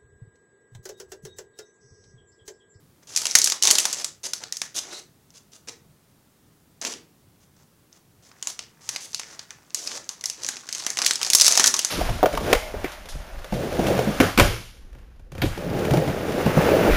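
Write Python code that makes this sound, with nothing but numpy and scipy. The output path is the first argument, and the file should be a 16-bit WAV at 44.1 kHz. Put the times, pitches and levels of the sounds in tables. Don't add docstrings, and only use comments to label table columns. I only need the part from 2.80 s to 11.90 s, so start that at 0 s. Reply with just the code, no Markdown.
import sys
import numpy as np
from scipy import signal
from scipy.fft import rfft, irfft
from scipy.io import wavfile
from scipy.ndimage import uniform_filter1d

SR = 44100
rng = np.random.default_rng(int(sys.argv[2]) if len(sys.argv) > 2 else 0)


def dump(signal):
    limited = np.clip(np.atleast_2d(signal).T, -1, 1)
    pcm = np.round(limited * 32767).astype(np.int16)
    wavfile.write(sys.argv[1], SR, pcm)


N = 401301

# frequency in Hz, density in dB per Hz.
FILM_COLOUR = [(60, -45), (200, -18), (450, -15), (1200, -13.5), (2400, -9), (3300, -7), (4800, -3.5),
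               (6200, -1), (7600, -6), (9200, -14), (11200, -18), (13500, -30.5), (16000, -33.5)]
RING_REF_HZ = 5900


def amp(db):
    return 10 ** (np.asarray(db) / 20)


def evened(x):
    return x / np.sqrt(np.mean(x ** 2) + 1e-20)


def read(points, hz):
    f, value = np.transpose(points)
    return np.interp(np.log(hz + 1), np.log(f + 1), value)


def add(mix, start_s, sound):
    part = mix[max(round(start_s * SR), 0):][:len(sound)]
    part += sound[:len(part)]


def bins(size=1024):
    return np.fft.rfftfreq(size, 1 / SR)


def below(hz, corner_hz, order=6):
    return 1 / (1 + (hz / corner_hz) ** order)


def wander(rate_hz):
    return evened(irfft(rfft(rng.standard_normal(N)) * below(bins(N), rate_hz), N))


def causal(gain):
    log_gain = np.log(np.maximum(gain, 1e-5))
    circle = np.concatenate([log_gain, log_gain[-2:0:-1]])
    return np.fft.ifft(np.exp(np.conj(signal.hilbert(circle)))).real


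def grains(per_s, spread_db, gain, ring_hz, ring_db=12, width=.14, count=14):
    size_db = spread_db * np.minimum(rng.exponential(1, N), 3.6)
    size = amp(size_db) * rng.choice([-1, 1], N)
    clicks = size * (rng.random(N) < per_s / SR)
    facet = rng.integers(0, count, N)
    out = np.zeros(N)
    for k, pitch_hz in enumerate(np.geomspace(*ring_hz, count)):
        ring = amp(ring_db / (1 + ((bins() / pitch_hz - 1) / width) ** 2))
        out += signal.oaconvolve(clicks * (facet == k), causal(gain * ring))[:N]
    return evened(out)


def buckling(run_s, size, chatter=0.26, linger=2.3):
    t = np.arange(size) / SR
    decay = np.exp(-t / (linger * run_s))
    force = chatter * rng.standard_normal(size) * decay * np.sqrt(run_s / .002)
    force[0] += .3
    add(force, rng.uniform(.0001, .0003), np.ones(1))
    catch = min(run_s / .0022, 1) * rng.choice([-1, 1])
    add(force, run_s * rng.uniform(0.69, 1.), np.array([catch]))
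    return force


def snap(level_db, ring_hz, body_db, fizz_db, run_s, ring_db=6, width_hz=800, panel_db=7,
         panel_width_hz=300, diffuse_db=-0.5, size=1024, count=177):
    hz = bins(size)
    run_s = max(run_s, 1 / SR)
    force = buckling(run_s, size)
    crease = ring_db / (1 + ((hz - ring_hz) / width_hz) ** 2)
    panel = panel_db / (1 + ((hz - rng.uniform(790, 3000)) / panel_width_hz) ** 2)
    colour = amp(read(FILM_COLOUR, hz) + crease + panel)
    power = colour ** 2
    body, fizz = below(hz, 3000), 1 - below(hz, 8700, order=16)
    ring_power = power[(hz > 3500) & (hz < 8500)].sum()
    body_now_db = 10 * np.log10(power[(hz > 500) & (hz < 3000)].sum() / ring_power)
    fizz_now_db = 10 * np.log10(power[hz > 9000].sum() / ring_power)
    balance_db = body * (body_db - body_now_db) + fizz * (fizz_db - fizz_now_db)
    click = causal(colour * amp(balance_db))
    ahead = signal.fftconvolve(force, click)[:size]
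    ahead *= amp(level_db) / np.sqrt(np.mean(ahead[:count] ** 2))
    around = amp(diffuse_db) * click * np.linalg.norm(ahead) / np.linalg.norm(click)
    return ahead, around


def snaps(gain_db=-0.14):
    # start in seconds, level over 4 ms in dB before the common gain, ring pitch in Hz,
    # nominal body re ring in dB.
    creases = [(.363, -14.5, 5660, -18), (0.369, -25, 7200, -26), (.3744, -16, 7240, -14),
               (.455, -17.5, 6200, -6.5), (.468, -19, 5900, -14), (0.5113, -21.5, 5500, -33),
               (0.5524, -2.5, 6300, -13), (0.5578, -14.5, 6900, -11), (.5865, -12, 6300, -35),
               (0.6173, -13.5, 4040, -19), (0.6425, -11, 7640, -33), (0.6601, -17, 6800, -31),
               (0.6737, -15.5, 6130, -12.5), (0.6996, -18.5, 6700, -15.5), (0.721, -16, 5400, -9.5),
               (0.8245, -13, 5600, -21.5), (0.8351, -12.5, 6100, -19), (0.8531, -14, 6100, -12.5),
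               (0.8724, -13, 5700, -14.5), (0.8775, -18, 5970, -6), (.9043, -12, 4640, -13.5),
               (0.9106, -7.5, 7200, -14), (0.9538, -14.5, 4170, -13.5), (0.9841, -11.5, 6200, -11),
               (1.0535, -14.5, 6000, -8.5), (1.0574, -24, 6800, -13.5), (1.1286, -20.5, 7400, -21),
               (1.2448, -19, 7440, -16.5), (1.5343, -19.5, 5600, -16), (1.6376, -29.5, 4300, -7.5),
               (1.7244, -21.5, 6060, -14.5), (1.7694, -26, 6300, -28), (1.8171, -20, 6130, -7.5),
               (2.5048, -52, 5710, -13), (2.8863, -33.5, 5810, -6.5), (4.0153, -30, 5880, -10.5),
               (4.0498, -22, 5720, -5.5), (4.1381, -33.5, 4540, -1.5), (5.1281, -49, 5720, -19),
               (5.5154, -49, 5340, 0.5), (5.6264, -26, 6940, -12), (5.6721, -20, 6900, -14),
               (5.7915, -27.5, 5040, -5.5), (6.0906, -20.5, 5880, -13), (6.161, -23.5, 4900, -6),
               (6.332, -37.5, 5380, -11), (6.346, -20.5, 4740, -14), (6.396, -27, 6140, -5),
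               (6.4155, -40, 5300, -2), (6.4337, -37.5, 5210, -7), (6.593, -32.5, 4630, -6),
               (6.7065, -35.5, 5900, -6), (6.9054, -47, 5020, -6.5), (6.9456, -18.5, 6900, -21),
               (7.074, -22.5, 5000, -12), (7.1161, -31.5, 4080, -2), (7.2435, -45, 6410, -26),
               (7.2915, -23.5, 6250, -11.5), (7.4107, -36, 6050, -9), (7.4396, -24.5, 5800, -8.5),
               (7.4574, -19, 6160, -22), (7.4996, -22, 5900, -13.5), (7.6343, -28, 5740, -18),
               (7.647, -25, 5860, -13), (7.665, -25.5, 6050, -31), (7.688, -19.5, 6540, -10.5),
               (7.7685, -31.5, 5800, -9), (7.8897, -29.5, 6160, -8.5), (7.927, -23.5, 5150, -18),
               (7.9491, -25, 6350, -15), (7.9978, -31, 5080, -9), (8.065, -18, 6240, -4.5),
               (8.1031, -21, 6640, -38), (8.1715, -22, 6140, -3.5), (8.1802, -25, 5760, -13),
               (8.1887, -17.5, 5170, -4), (8.2181, -18.5, 5370, -5), (8.2639, -11, 5840, -18),
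               (8.3094, -13.5, 4060, -10.5), (8.3349, -24.5, 8200, -25), (8.3568, -20.5, 5200, -15),
               (8.4148, -23, 5550, -1.5), (8.43, -17, 5240, -9), (8.448, -22.5, 4770, -20),
               (8.5012, -13.5, 6400, -13), (8.5335, -9.5, 5750, -20), (8.5496, -4, 6260, -22),
               (8.5854, -18, 6300, -17), (8.5991, -12, 5140, -18), (8.611, -5.5, 6000, -21),
               (8.618, -9, 4800, -13.5), (8.6458, -14, 5490, -18), (8.6588, -15, 5900, -16),
               (8.6648, -8.5, 5400, -19.5), (8.68, -8, 5750, -13), (8.723, -12.5, 6500, -11),
               (8.7319, -20, 4770, -8), (8.7532, -15.5, 6160, -7), (8.775, -8, 5700, -10),
               (8.7966, -10.5, 5900, -4), (8.8046, -16, 5900, -8), (8.8414, -8, 5800, -5.5),
               (8.86, -12.5, 6170, -18), (8.8701, -12, 6050, -21), (8.8754, -10, 6130, -25),
               (8.9409, -14, 6140, -8), (8.966, -23, 6580, -15), (8.9919, -15, 5420, -11.5),
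               (9.048, -14, 6220, -14)]
    typical_db, typical_fizz_db, typical_run_s = -18.5, -12, .0013
    fizz_per_db, fizz_db_per_octave, fizz_scatter_db = 0.27, 5.5, 1.5
    run_growth_per_db, run_scatter = 0.02, .2
    direct, diffuse = np.zeros((2, N))
    luck = rng.standard_normal((len(creases), 2))
    for (start_s, level_db, ring_hz, body_db), (fizz_luck, run_luck) in zip(creases, luck):
        harder_db = level_db - typical_db
        octaves = np.log2(ring_hz / RING_REF_HZ)
        fizz_db = typical_fizz_db + fizz_per_db * harder_db + fizz_db_per_octave * octaves
        fizz_db += fizz_scatter_db * fizz_luck
        run_s = typical_run_s * np.exp(run_growth_per_db * harder_db + run_scatter * run_luck)
        ahead, around = snap(level_db, ring_hz, body_db, fizz_db, run_s)
        add(direct, start_s, ahead)
        add(diffuse, start_s, around)
    return amp(gain_db) * direct, amp(gain_db) * diffuse


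def crumpling(crackle_db=-4.5, flex_db=-45.5, tick_db=-7.0, tick_tilt_db=3.0, clump_db=3, clump_hz=70):
    # time in seconds, effort in dB.
    handfuls = [
        [(.35, -42), (.38, -28.5), (.53, -34.5), (.57, -46), (.7, -29), (.78, -62.5)],
        [(.82, -38), (.83, -26), (.88, -16.5), (.94, -40), (1.0, -25), (1.1, -37), (1.14, -27), (1.17, -48)],
        [(5.4, -79.5), (5.62, -58), (5.9, -73), (6.35, -52), (6.8, -67), (7.25, -59), (7.6, -58)],
        [(7.62, -34), (7.7, -37.5), (7.85, -50.5), (7.94, -34.5), (8.15, -44), (8.27, -17.5), (8.34, -52),
         (8.39, -52)],
        [(8.39, -40.5), (8.45, -28), (8.52, -35), (8.66, -22), (8.74, -22), (8.81, -20.5), (8.87, -25),
         (8.92, -40), (8.97, -33), (9.1, -36)],
    ]
    flex_per_db, middling_effort_db = 0.62, -30.5
    t, hz, out = np.arange(N) / SR, bins(), np.zeros(N)
    colour, low = amp(read(FILM_COLOUR, hz)), below(hz, 2300)
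    flex_colour = colour * low * (1 - below(hz, 150))
    tick_colour = colour * amp(tick_tilt_db * hz / RING_REF_HZ)
    crackle = grains(per_s=480, spread_db=3.5, gain=colour * (1 - low), ring_hz=(2400, 11000))
    flex = grains(per_s=800, spread_db=6.0, gain=flex_colour, ring_hz=(280, 2500), ring_db=11)
    ticks = grains(per_s=90, spread_db=3.5, gain=tick_colour, ring_hz=(3500, 11500), ring_db=8, count=6)
    avalanche = evened(amp(clump_db * np.clip(wander(clump_hz), -2, 2)))
    for rows in handfuls:
        time_s, level_db = np.transpose(rows)
        at = (t > time_s[0]) & (t < time_s[-1])
        effort_db = np.interp(t[at], time_s, level_db)
        bright = avalanche[at] * crackle[at] * amp(crackle_db) + ticks[at] * amp(tick_db)
        out[at] += bright * amp(effort_db)
        flex_now_db = flex_db + flex_per_db * (effort_db - middling_effort_db)
        out[at] += avalanche[at] * flex[at] * amp(flex_now_db)
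    return out


def sliding(hiss_db=0.0, drag_db=-3.0, fizz_db=-13.5, skim=0.42, grip_db=1.95, grip_hz=110):
    # start in seconds, end in seconds, nominal mid-stroke level in dB, drag offset in dB.
    strokes = [(.225, .24, -59.5, 2.5), (0.269, 0.352, -47, -7), (1.167, 1.225, -36, -5.5),
               (1.432, 1.472, -32.5, -9.5), (1.603, 1.641, -47, 1), (1.944, 1.959, -36.5, -9.5),
               (1.96, 1.995, -27.5, -10.5), (2.027, 2.146, -47.5, 0.5), (2.12, 2.205, -45.5, -6),
               (2.538, 2.586, -54, -8), (2.717, 2.769, -53, -8.5), (2.873, 2.898, -45, -2),
               (4.013, 4.029, -38.5, -2.5), (4.032, 4.082, -34.5, -2.5), (4.089, 4.133, -39, -6),
               (4.6, 4.65, -67, -6), (4.76, 4.84, -69, 0.5), (5.119, 5.181, -64.5, -3.5),
               (5.422, 5.5, -59.5, -5), (5.679, 5.707, -37, -12.5), (6.006, 6.09, -54.5, -5.5),
               (6.116, 6.155, -42, -4), (6.204, 6.262, -41.5, -16.5), (6.454, 6.557, -52, -4),
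               (6.947, 7.081, -40.5, -8), (7.079, 7.182, -39.5, -4), (7.574, 7.638, -48.5, .5)]
    # frequency in Hz, density in dB per Hz.
    rub_colour = [(80, -32.5), (250, -8.5), (450, -6.5), (800, -10), (1400, -10.5), (2800, -6.5),
                  (4200, -6.5), (6200, 0), (8000, -5.5), (11000, -15.5), (13000, -23.5), (16000, -31.5)]
    swell_db = 5.5
    hz, out = bins(), np.zeros(N)
    colour = amp(read(rub_colour, hz))
    low, high = below(hz, 2400), 1 - below(hz, 8300, order=12)
    hiss_colour = colour * (1 - low) * (1 - high)
    drag_colour = colour * low * (1 - below(hz, 150))
    hiss = grains(per_s=6100, spread_db=3.5, gain=hiss_colour, ring_hz=(2600, 8000), ring_db=7.0)
    drag = grains(per_s=2000, spread_db=3, gain=drag_colour, ring_hz=(300, 2400), ring_db=12.5)
    fizz = grains(per_s=10000, spread_db=0.0, gain=colour * high, ring_hz=(8000, 12000), ring_db=3.0)
    grip = evened(amp(grip_db * wander(grip_hz)))
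    for start_s, end_s, level_db, body_db in strokes:
        at = np.arange(round(start_s * SR), round(end_s * SR))
        swell = amp(level_db + swell_db * np.linspace(-.5, .5, len(at)))
        pressure = grip[at] * swell * signal.windows.tukey(len(at), .12)
        slips = amp(hiss_db) * hiss[at] + amp(drag_db + body_db) * drag[at]
        slips += amp(fizz_db - skim * body_db) * fizz[at]
        add(out, start_s, pressure * slips)
    return out


def squeaks(width_hz=330):
    # start in seconds, end in seconds, first pitch in Hz, last pitch in Hz,
    # level before fades in dB.
    rubs = [(2.102, 2.194, 3840, 4130, -46), (6.437, 6.555, 1750, 1460, -59)]
    out = np.zeros(N)
    for start_s, end_s, first_hz, last_hz, level_db in rubs:
        length = round((end_s - start_s) * SR)
        noise = rfft(rng.standard_normal(SR)[:length])
        slips = irfft(below(bins(length), width_hz, order=4) * noise, length)
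        ring = np.sin(2 * np.pi * np.cumsum(np.linspace(first_hz, last_hz, length)) / SR)
        fade = signal.windows.tukey(length, .25)
        add(out, start_s, amp(level_db) * evened(slips * ring) * fade)
    return out


def knocks_and_thumps(rise_s=.002, width=.16, t60_s=0.04):
    # start in seconds, level before rise and decay in dB, pitch in Hz.
    hits = [(.553, -49, 111), (.928, -28, 530), (.985, -48, 90), (2.887, -46, 444), (4.05, -38, 280),
            (4.051, -28, 3500), (4.083, -34, 327), (4.138, -42, 265), (6.707, -39.5, 1670),
            (7.832, -45, 1370), (8.612, -39, 70.6), (8.799, -29, 390), (8.838, -42, 231)]
    t, hz, out = np.arange(SR // 4) / SR, bins(SR // 4), np.zeros(N)
    for start_s, level_db, pitch_hz in hits:
        band = 1 / (1 + ((hz / pitch_hz - 1) / width) ** 2)
        phase = np.exp(2j * np.pi * rng.random(len(hz)))
        ring = evened(irfft(band * phase, len(t)))
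        add(out, start_s, amp(level_db - 60 * t / t60_s) * ring * (1 - np.exp(-t / rise_s)))
    return out


def room(x, delay_s=.002, sparse_db=-1.0, build_s=.012, half_turns_per_s=1.7, count=3):
    # frequency in Hz, nominal t60 in seconds.
    reverb_t60 = [(200, 0.7), (800, 0.24), (2000, 0.32), (6000, .25), (10000, .22), (15000, .18)]
    # frequency in Hz, nominal level re the sound fed in, in dB.
    reverb_level = [(200, -2.5), (1000, -1.5), (3000, -6), (6300, -6), (9000, -5), (15000, -4.5)]
    t, clock_s, out = np.arange(SR // 2) / SR, np.arange(N) / SR, np.zeros(N)
    for k in range(count):
        taps = rng.standard_normal(len(t)) * (rng.random(len(t)) < 5000 / SR)
        hz, age_s, z = signal.stft(taps, SR, nperseg=256)
        decay_db = -60 * age_s / read(reverb_t60, hz)[:, None]
        decay = amp(decay_db + sparse_db * np.exp(-age_s / build_s))
        decay *= amp(read(reverb_level, hz))[:, None] / np.sqrt(np.mean(decay ** 2, 1, keepdims=True))
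        tail = signal.istft(z * decay, SR, nperseg=256)[1][:len(t)] / np.linalg.norm(taps)
        share = np.sqrt(2 / count) * np.cos(np.pi * (half_turns_per_s * clock_s + k / count))
        add(out, delay_s, signal.oaconvolve(x * share, tail))
    return out


def quiet(level_db=-61, waver_db=2.5, waver_hz=5):
    # frequency in Hz, density in dB per Hz.
    background = [(25, -23), (60, -14.5), (100, -8), (150, -5.5), (220, -11), (350, -15), (600, -22),
                  (1200, -25), (2500, -30.5), (6300, -31), (15800, -32.5)]
    hz = bins(N)
    noise = rfft(rng.standard_normal(N)) * amp(read(background, hz))
    low = below(hz, 180)
    murmur = irfft(noise * low, N) * amp(waver_db * wander(waver_hz))
    hiss = irfft(noise * (1 - low), N)
    return amp(level_db) * evened(murmur + hiss)


def scene():
    direct, diffuse = snaps()
    handling = crumpling() + sliding() + squeaks() + knocks_and_thumps()
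    return (direct + handling + room(diffuse + handling) + quiet())[None]


def record(dry):
    duck_from_db, duck_depth_db, duck_share = -33, 2, 0.23
    recover_db_per_s, edge_hz = 59, 16000
    power_db = 10 * np.log10(abs(uniform_filter1d(dry[0] ** 2, size=177)) + 1e-12)
    fall_db = np.arange(N) / SR * recover_db_per_s
    held_db = np.maximum.accumulate(power_db + fall_db) - fall_db
    duck_db = np.clip(duck_share * (held_db - duck_from_db), 0, duck_depth_db)
    clipped = np.clip(dry * amp(duck_depth_db - duck_db), -1, 1)
    low_pass = signal.firwin(511, edge_hz, window=("kaiser", 9), fs=SR)
    return signal.oaconvolve(clipped, low_pass[None], "same")


dry = scene()
out = record(dry)
dump(out)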